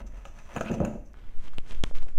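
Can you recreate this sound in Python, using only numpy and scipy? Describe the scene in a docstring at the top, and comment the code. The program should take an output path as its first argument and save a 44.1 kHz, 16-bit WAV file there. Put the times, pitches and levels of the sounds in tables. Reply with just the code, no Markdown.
"""Close microphone at a wooden table: a plastic colander of floured meatballs is worked loose from a metal bowl.
It rubs in the bowl, stick-slip grains ringing the shared modes over low rumble, sway and room noise; amid the
rubbing, blows knock those modes and a rasp swells. Lifted and shaken, the balls rustle as fine grains and tick as
very short rings; each toss swings slow air at the microphone, and twice the wall snaps with a ring, falling wave,
click and thump."""
import sys
import numpy as np
from scipy import signal
from scipy.fft import rfft, irfft
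from scipy.io import wavfile

SR = 44100
rng = np.random.default_rng(int(sys.argv[2]) if len(sys.argv) > 2 else 0)


def unload_audio(sound):
    """Save the sound as a 16-bit wav file, at the path given as the first command line argument."""
    columns = np.transpose(np.atleast_2d(sound))
    # keep every value between -1 and 1, then stretch to whole-number steps
    steps = np.round(np.clip(columns, -1, 1) * 32767)
    wavfile.write(sys.argv[1], SR, steps.astype(np.int16))


N = 96226


def undb(db):
    """Decibels to amplitude."""
    return 10 ** (np.asarray(db, float) / 20)


def unit(x):
    """Scale to an RMS of one."""
    return x / np.sqrt(np.mean(x ** 2))


def curve(table, column):
    """Gain over time from a dB column; -120 dB outside the table."""
    rows = np.array(table, float)
    level_db = np.interp(np.arange(N) / SR, rows[:, 0], rows[:, column], left=-120, right=-120)
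    return undb(level_db)


def ring(x, pitch_hz, t60_s):
    """One decaying mode driven by x: a two-pole resonator."""
    radius = np.exp(-np.log(1000) / (t60_s * SR))
    angle = 2 * np.pi * pitch_hz / SR
    return signal.lfilter([np.sin(angle)], [1, -2 * radius * np.cos(angle), radius ** 2], x)


def band(x, low_hz, high_hz):
    """Keep one band of frequencies."""
    return signal.sosfilt(signal.butter(2, [low_hz, high_hz], "band", fs=SR, output="sos"), x)


def colour(x, table):
    """Shape the spectrum by a table, falling away below its first frequency, at an RMS of one."""
    pitch_hz, level_db = np.array(table, float).T
    f = np.fft.rfftfreq(N, 1 / SR)
    gain = undb(np.interp(np.log(f + 1), np.log(pitch_hz), level_db))
    low_cut = np.minimum(f / pitch_hz[0], 1) ** 2
    return unit(irfft(rfft(x) * gain * low_cut, N))


def grains(per_s, spread_db):
    """Random clicks of uneven size."""
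    struck = rng.random(N) < per_s / SR
    return struck * rng.standard_normal(N) * undb(spread_db * rng.exponential(size=N))


def push(peak_s):
    """Soft contact: a smooth bump of force that peaks after peak_s."""
    t = np.arange(400) / SR / peak_s
    return t * np.exp(1 - t) / (peak_s * SR * np.e)


def add(out, start_s, sound):
    """Lay a sound into the scene at its start."""
    i = int(start_s * SR)
    out[i:i + len(sound)] += sound[:N - i]


# Modes of colander and bowl together, rung by both rubbing and knocks: pitch_hz, level_db, t60_s
BODY_MODES = [(140.4, -10, 0.085), (176, -3, 0.053), (217.6, 4.5, 0.056), (289.3, -6, 0.11),
              (357.7, -2.5, 0.071), (455.3, -5.5, 0.086), (552, 4.5, 0.058), (614, 1, 0.092),
              (673, 0, 0.096), (805, 3, 0.028), (960, 0.5, 0.029), (1260, -6, 0.021), (1290, 7.5, 0.013),
              (1630, 0, 0.014), (2090, -11, 0.02), (2537, 0.5, 0.013), (2870, -11, 0.012),
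              (4880, -22, 0.011), (6390, -2.5, 0.012), (6870, -4, 0.016)]


def body(x):
    """Colander and bowl ring together as a bank of modes of alternating sign."""
    out = np.zeros(N)
    for k, (pitch_hz, level_db, t60_s) in enumerate(BODY_MODES):
        out += (-1) ** k * undb(level_db) * ring(x, pitch_hz, t60_s)
    return out


# Colour of the fine scraping: pitch_hz, level_db
SCRAPE_COLOUR = [(300, -15), (558, -10.5), (730, -9.5), (1330, -10.5), (1960, -14), (2700, -18.5),
                 (3660, -28.5), (4800, -37), (6190, -52), (8530, -33.5), (11100, -41), (15500, -48)]
# Rubbing in the bowl: time_s, judder_level_db, scrape_level_db, thin_ring_level_db
RUBBING = [(0, -43, -44.5, -60), (.05, -55.5, -83.5, -104), (.07, -57, -62, -59), (.1, -55.5, -71, -81),
           (.16, -57, -59, -73), (.184, -53, -59, -70), (.232, -82, -64, -76.5), (.27, -51, -67, -62),
           (.33, -66, -67.5, -76), (.39, -58, -56.5, -67), (.44, -66, -65.5, -70), (.52, -63, -47.5, -67),
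           (.545, -41, -52, -60), (.585, -39, -42, -71), (.6, -59, -72, -59), (.63, -41.5, -60, -54),
           (.66, -38, -43.5, -85), (.69, -42, -59, -63), (.705, -28.5, -52, -76), (.745, -28, -53, -50),
           (.765, -32, -57.5, -77), (.798, -42, -56, -80), (.806, -23, -62, -71), (.84, -26, -52, -81),
           (.87, -32, -49, -78), (.91, -38, -66, -70), (.95, -38.5, -64.5, -73), (1.0, -49, -81, -80),
           (1.04, -58, -87, -84), (1.065, -64, -108, -67), (1.1, -64, -73, -82), (1.15, -72, -110, -90)]
JUDDER_PER_S, JUDDER_PUSH_S, SCRAPE_PER_S = 400, 0.0023 / 4, 3300


def rubbing():
    """Stick-slip judder rings the body; fine scraping and a thin treble ring ride on it."""
    slips = np.convolve(grains(JUDDER_PER_S, 1.5), push(JUDDER_PUSH_S))[:N]
    judder = unit(body(slips))
    grit = grains(SCRAPE_PER_S, 1.3)
    scrape = colour(grit, SCRAPE_COLOUR) + 0.36 * unit(band(body(grit), 650, 3300))
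    thin = unit(ring(grit, 6150, 0.0065) + 0.59 * ring(grit, 7140, 0.0029))
    return judder * curve(RUBBING, 1) + scrape * curve(RUBBING, 2) + thin * curve(RUBBING, 3)


# Low rumble of the table: time_s, level_db
TABLE_RUMBLE = [(0.0, -36), (0.1, -40.5), (0.24, -47), (0.45, -87), (0.75, -56), (0.92, -41.5),
                (1.1, -50.5), (1.31, -53), (1.84, -39.5), (2.1, -43)]


def rumble():
    """The table hums low: noise through one slow resonance."""
    return unit(ring(rng.standard_normal(N), 42.6, 0.9)) * curve(TABLE_RUMBLE, 1)


SWAY_DB, SWAY_HZ = -43, 8.04


def sway():
    """A faint, very low wander of pressure throughout: band-limited noise."""
    return undb(SWAY_DB) * unit(band(rng.standard_normal(N), SWAY_HZ / 2, SWAY_HZ * 3.1))


# Colour of the room's steady noise: pitch_hz, level_db
ROOM_COLOUR = [(60, -0.5), (200, -13.5), (400, -20), (870, -27.5), (1320, -29), (2600, -33.5),
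               (4480, -56.5), (6120, -49), (8530, -53), (11100, -46), (15200, -48), (15500, -83)]
ROOM_DB = -57.5


def room_noise():
    """Steady coloured noise behind everything."""
    return undb(ROOM_DB) * colour(rng.standard_normal(N), ROOM_COLOUR)


# Knocks of colander on bowl: start_s, blow_peak_db, edge_gain_db, contact_ms (to the peak of force),
# lean_db (per octave, towards the upper modes)
KNOCKS_IN_BOWL = [(.122, -51, -63, 0.039, 0), (.173, -47, -66.5, 0.14, 3.5),
                  (.2532, -32, -54.5, 0.033, 4.5), (.284, -66, -61, 0.054, 1),
                  (.388, -55, -61.5, 0.18, 5.5), (.563, -20, -40.5, 0.066, 1), (.571, -19, -44.5, 0.15, .6),
                  (.6092, -18, -39.5, 0.096, 3.5), (.699, -23, -74, 0.41, -1), (.714, -33, -44, 0.38, -1.2),
                  (.728, -22, -58, 0.27, -3), (.740, -20.5, -52, 0.38, 2.1), (0.749, -23, -64, 0.53, 1.3),
                  (.8025, -16, -54, 0.18, 0), (.815, -21.5, -67, 0.36, 3.3), (.849, -20, -40.5, 0.14, 0.6),
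                  (.937, -30.5, -66, 0.74, -1.8), (.98, -61, -84, 0.11, -4)]
EDGE_S, SPOT_SPREAD_DB = 0.0041, 1


def knocks():
    """A blow and a short gritty edge ring the body; each spot struck favours other modes."""
    out, t = np.zeros(N), np.arange(7000) / SR
    pitch_hz, mode_db, t60_s = np.array(BODY_MODES, float).T[:, :, None]
    for start_s, blow_db, edge_db, contact_ms, lean_db in KNOCKS_IN_BOWL:
        lean = lean_db * np.log2(pitch_hz / 600) * (pitch_hz < 4000)  # the highest modes do not lean
        spot = undb(mode_db + lean + SPOT_SPREAD_DB * rng.standard_normal(pitch_hz.shape))
        phase_cycles = 0.5 + 0.17 * rng.standard_normal(pitch_hz.shape)
        waves = np.sin(2 * np.pi * (pitch_hz * t + phase_cycles))
        modes = np.sum(spot * waves * 1000 ** (-t / t60_s), axis=0)
        blow = signal.fftconvolve(push(contact_ms / 1000), modes)
        grit = rng.standard_normal(1500) * np.exp(-t[:1500] / EDGE_S)
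        rung_edge = signal.fftconvolve(band(grit, 1030, 10000), modes) / 6
        bare_edge = 0.38 * np.pad(band(grit, 4800, 15000), (0, 6999))
        add(out, start_s, undb(blow_db) * blow / np.abs(blow).max())
        add(out, start_s, undb(edge_db) * (rung_edge + bare_edge))
    return out


RASP_START_S, RASP_STOP_S, RASP_RISE_S = 0.624, 0.7, 0.083  # cut before the full rise
RASP_DB, RASP_T60_S = -41.5, 0.01


def rasp():
    """Rim on rim: quick grit rings two bands, swelling and cut short."""
    grit, t = grains(3000, 0.92), np.arange(N) / SR
    rasping = (t > RASP_START_S) & (t < RASP_STOP_S)
    swell = np.where(rasping, (t - RASP_START_S) / RASP_RISE_S, 0)
    low = unit(ring(grit, 1430, RASP_T60_S))
    high = unit(ring(grit, 2530, RASP_T60_S))
    return undb(RASP_DB) * swell * unit(0.86 * low + high)


# Colour of flour and crust on plastic: pitch_hz, level_db
FLOUR_COLOUR = [(90, 0), (150, 6), (343, 1.5), (735, -6.5), (1300, -5), (1600, -7), (2000, -6.5),
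                (2500, -10), (3150, -8), (4000, -15), (7330, -16), (8530, -14), (15500, -40)]
# Balls and flour sliding in the lifted colander: time_s, level_db, treble_level_db
SLIDING = [(1.1, -95, -108), (1.17, -59.5, -83), (1.25, -62, -82), (1.29, -63.5, -79), (1.38, -64, -82),
           (1.44, -55.5, -66.5), (1.48, -50.5, -69), (1.5, -73, -83), (1.55, -57, -70.5), (1.6, -76, -80),
           (1.66, -55.5, -71), (1.69, -53.5, -63.5), (1.725, -45, -57.5), (1.74, -57, -78),
           (1.785, -57.5, -71), (1.81, -72, -82), (1.85, -52.5, -64.5), (1.9, -55.5, -66),
           (1.935, -78, -81), (1.95, -51.5, -63), (1.97, -46.5, -63.5), (1.99, -59, -70), (2.002, -72, -86),
           (2.022, -64, -74), (2.035, -53, -76), (2.05, -127, -96), (2.085, -49, -70), (2.13, -122, -78),
           (2.18, -85, -81)]
RUSTLE_PER_S = 3000


def rustle():
    """Dense fine grains of flour and crust on plastic, with a separate treble layer."""
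    grit = colour(grains(RUSTLE_PER_S, 1.7), FLOUR_COLOUR)
    main = unit(band(grit, 96, 4040))
    treble = unit(band(grains(RUSTLE_PER_S, 1.5), 3000, 8400))
    return main * curve(SLIDING, 1) + treble * curve(SLIDING, 2)


# Ticks of balls on the colander wall: start_s, ring_peak_db, pitch_hz, click_gain_db
WALL_TICKS = [(1.134, -44.5, 5830, -60.5), (1.142, -38, 1460, -73), (1.291, -44.5, 1980, -67),
              (1.466, -42, 3200, -52), (1.482, -34, 2900, -60), (1.535, -36, 1260, -42.5),
              (1.601, -39.5, 2830, -63), (1.71, -28, 3200, -53), (1.729, -46, 1300, -55),
              (1.748, -33.5, 2896, -47), (1.912, -30.5, 563, -62), (1.953, -30, 2800, -57),
              (1.97, -43, 3020, -51), (1.985, -34, 3250, -52), (2.021, -36, 2010, -69),
              (2.0285, -34.5, 700, -39.5), (2.069, -39, 515, -60)]
TICK_CYCLES = 5.5  # cycles of ring to fall by 60 dB


def ticks():
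    """A ball taps the wall: a noise click with a very short ring at its own pitch."""
    out, t = np.zeros(N), np.arange(900) / SR
    for start_s, level_db, pitch_hz, click_db in WALL_TICKS:
        tone = np.sin(2 * np.pi * pitch_hz * t) * 1000 ** (-t * pitch_hz / TICK_CYCLES)
        click = band(rng.standard_normal(900), 1100, 6800) * np.exp(-t / 0.00077)
        add(out, start_s, undb(level_db) * tone + undb(click_db) * click)
    return out


# Swings of air from the tosses: centre_s, peak_pressure (signed, full scale 1), spread_s (Gaussian sigma)
TOSS_AIR = [(1.282, 0.036, 0.022), (1.382, -0.18, 0.019), (1.54, 0.084, 0.085), (1.59, -0.21, 0.023),
            (1.765, .14, 0.033), (1.804, -0.28, 0.018), (1.866, -0.076, 0.01), (1.958, 0.25, 0.023),
            (2.028, -.26, 0.019), (2.107, -0.097, 0.032), (2.19, 0.26, 0.0385)]


def air():
    """Each toss pushes a slow bump of pressure at the close microphone."""
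    t = np.arange(N) / SR
    return sum(p * np.exp(-0.5 * ((t - centre_s) / spread_s) ** 2) for centre_s, p, spread_s in TOSS_AIR)


# Snaps of the wall: start_s, ring_level_db, ring_pitch_hz, ring_t60_s, wave_level_db,
# click_gain_db, click_decay_s, thump_gain_db
WALL_SNAPS = [(1.5838, -23, 2850, 0.0043, -49, -33, .00006, -22.5),
              (1.8379, -23.5, 3380, 0.01, -20.5, -12.5, 0.00037, -12.5)]
WAVE_HIGH_HZ, WAVE_LOW_HZ, WAVE_FALL_S, WAVE_T60_S = 4080, 934, 0.00167, 0.016
THUMP_RISE_S, THUMP_DECAY_S = 0.000086, 0.0016


def snaps():
    """The wall snaps: a short ring, a bending wave falling in pitch, a click and a one-sided thump."""
    out, t = np.zeros(N), np.arange(2000) / SR
    wave_hz = WAVE_LOW_HZ + (WAVE_HIGH_HZ - WAVE_LOW_HZ) * np.exp(-t / WAVE_FALL_S)
    wave = np.sin(2 * np.pi * np.cumsum(wave_hz) / SR) * 1000 ** (-t / WAVE_T60_S)
    thump = (1 - np.exp(-t / THUMP_RISE_S)) * np.exp(-t / THUMP_DECAY_S)
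    for start_s, ring_db, ring_hz, t60_s, wave_db, click_db, click_s, thump_db in WALL_SNAPS:
        noise = rng.standard_normal(2000) * np.exp(-t / click_s)
        noise = noise / np.sqrt(np.sum(noise ** 2))  # equal energy at any length
        click = 2 * band(noise, 4800, 8330) + 0.12 * noise
        crack = np.sin(2 * np.pi * ring_hz * t) * 1000 ** (-t / t60_s)
        add(out, start_s, undb(ring_db) * crack + undb(wave_db) * wave)
        add(out, start_s, undb(click_db) * click + undb(thump_db) * thump)
    return out


ECHO_DB, ECHO_T60_S = -9.5, 0.44


def echo(near):
    """The room answers with a decaying noise tail of unit energy, 0.4 s long."""
    t = np.arange(int(0.4 * SR)) / SR
    tail = band(rng.standard_normal(len(t)), 167, 13500) * 1000 ** (-t / ECHO_T60_S)
    return undb(ECHO_DB) * signal.fftconvolve(near, tail / np.sqrt(np.sum(tail ** 2)))[:N]


def scene():
    """Contact sounds with their echo; snaps, air and low layers reach the microphone without it."""
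    near = rubbing() + knocks() + rasp() + rustle() + ticks()
    background = rumble() + sway() + room_noise()
    return (near + echo(near) + background + air() + snaps())[None]


TOP_HZ = 15900


def record(dry):
    """The phone cuts the top."""
    return signal.sosfilt(signal.ellip(8, 0.2, 70, TOP_HZ, fs=SR, output="sos"), dry)


dry = scene()
out = record(dry)
unload_audio(out)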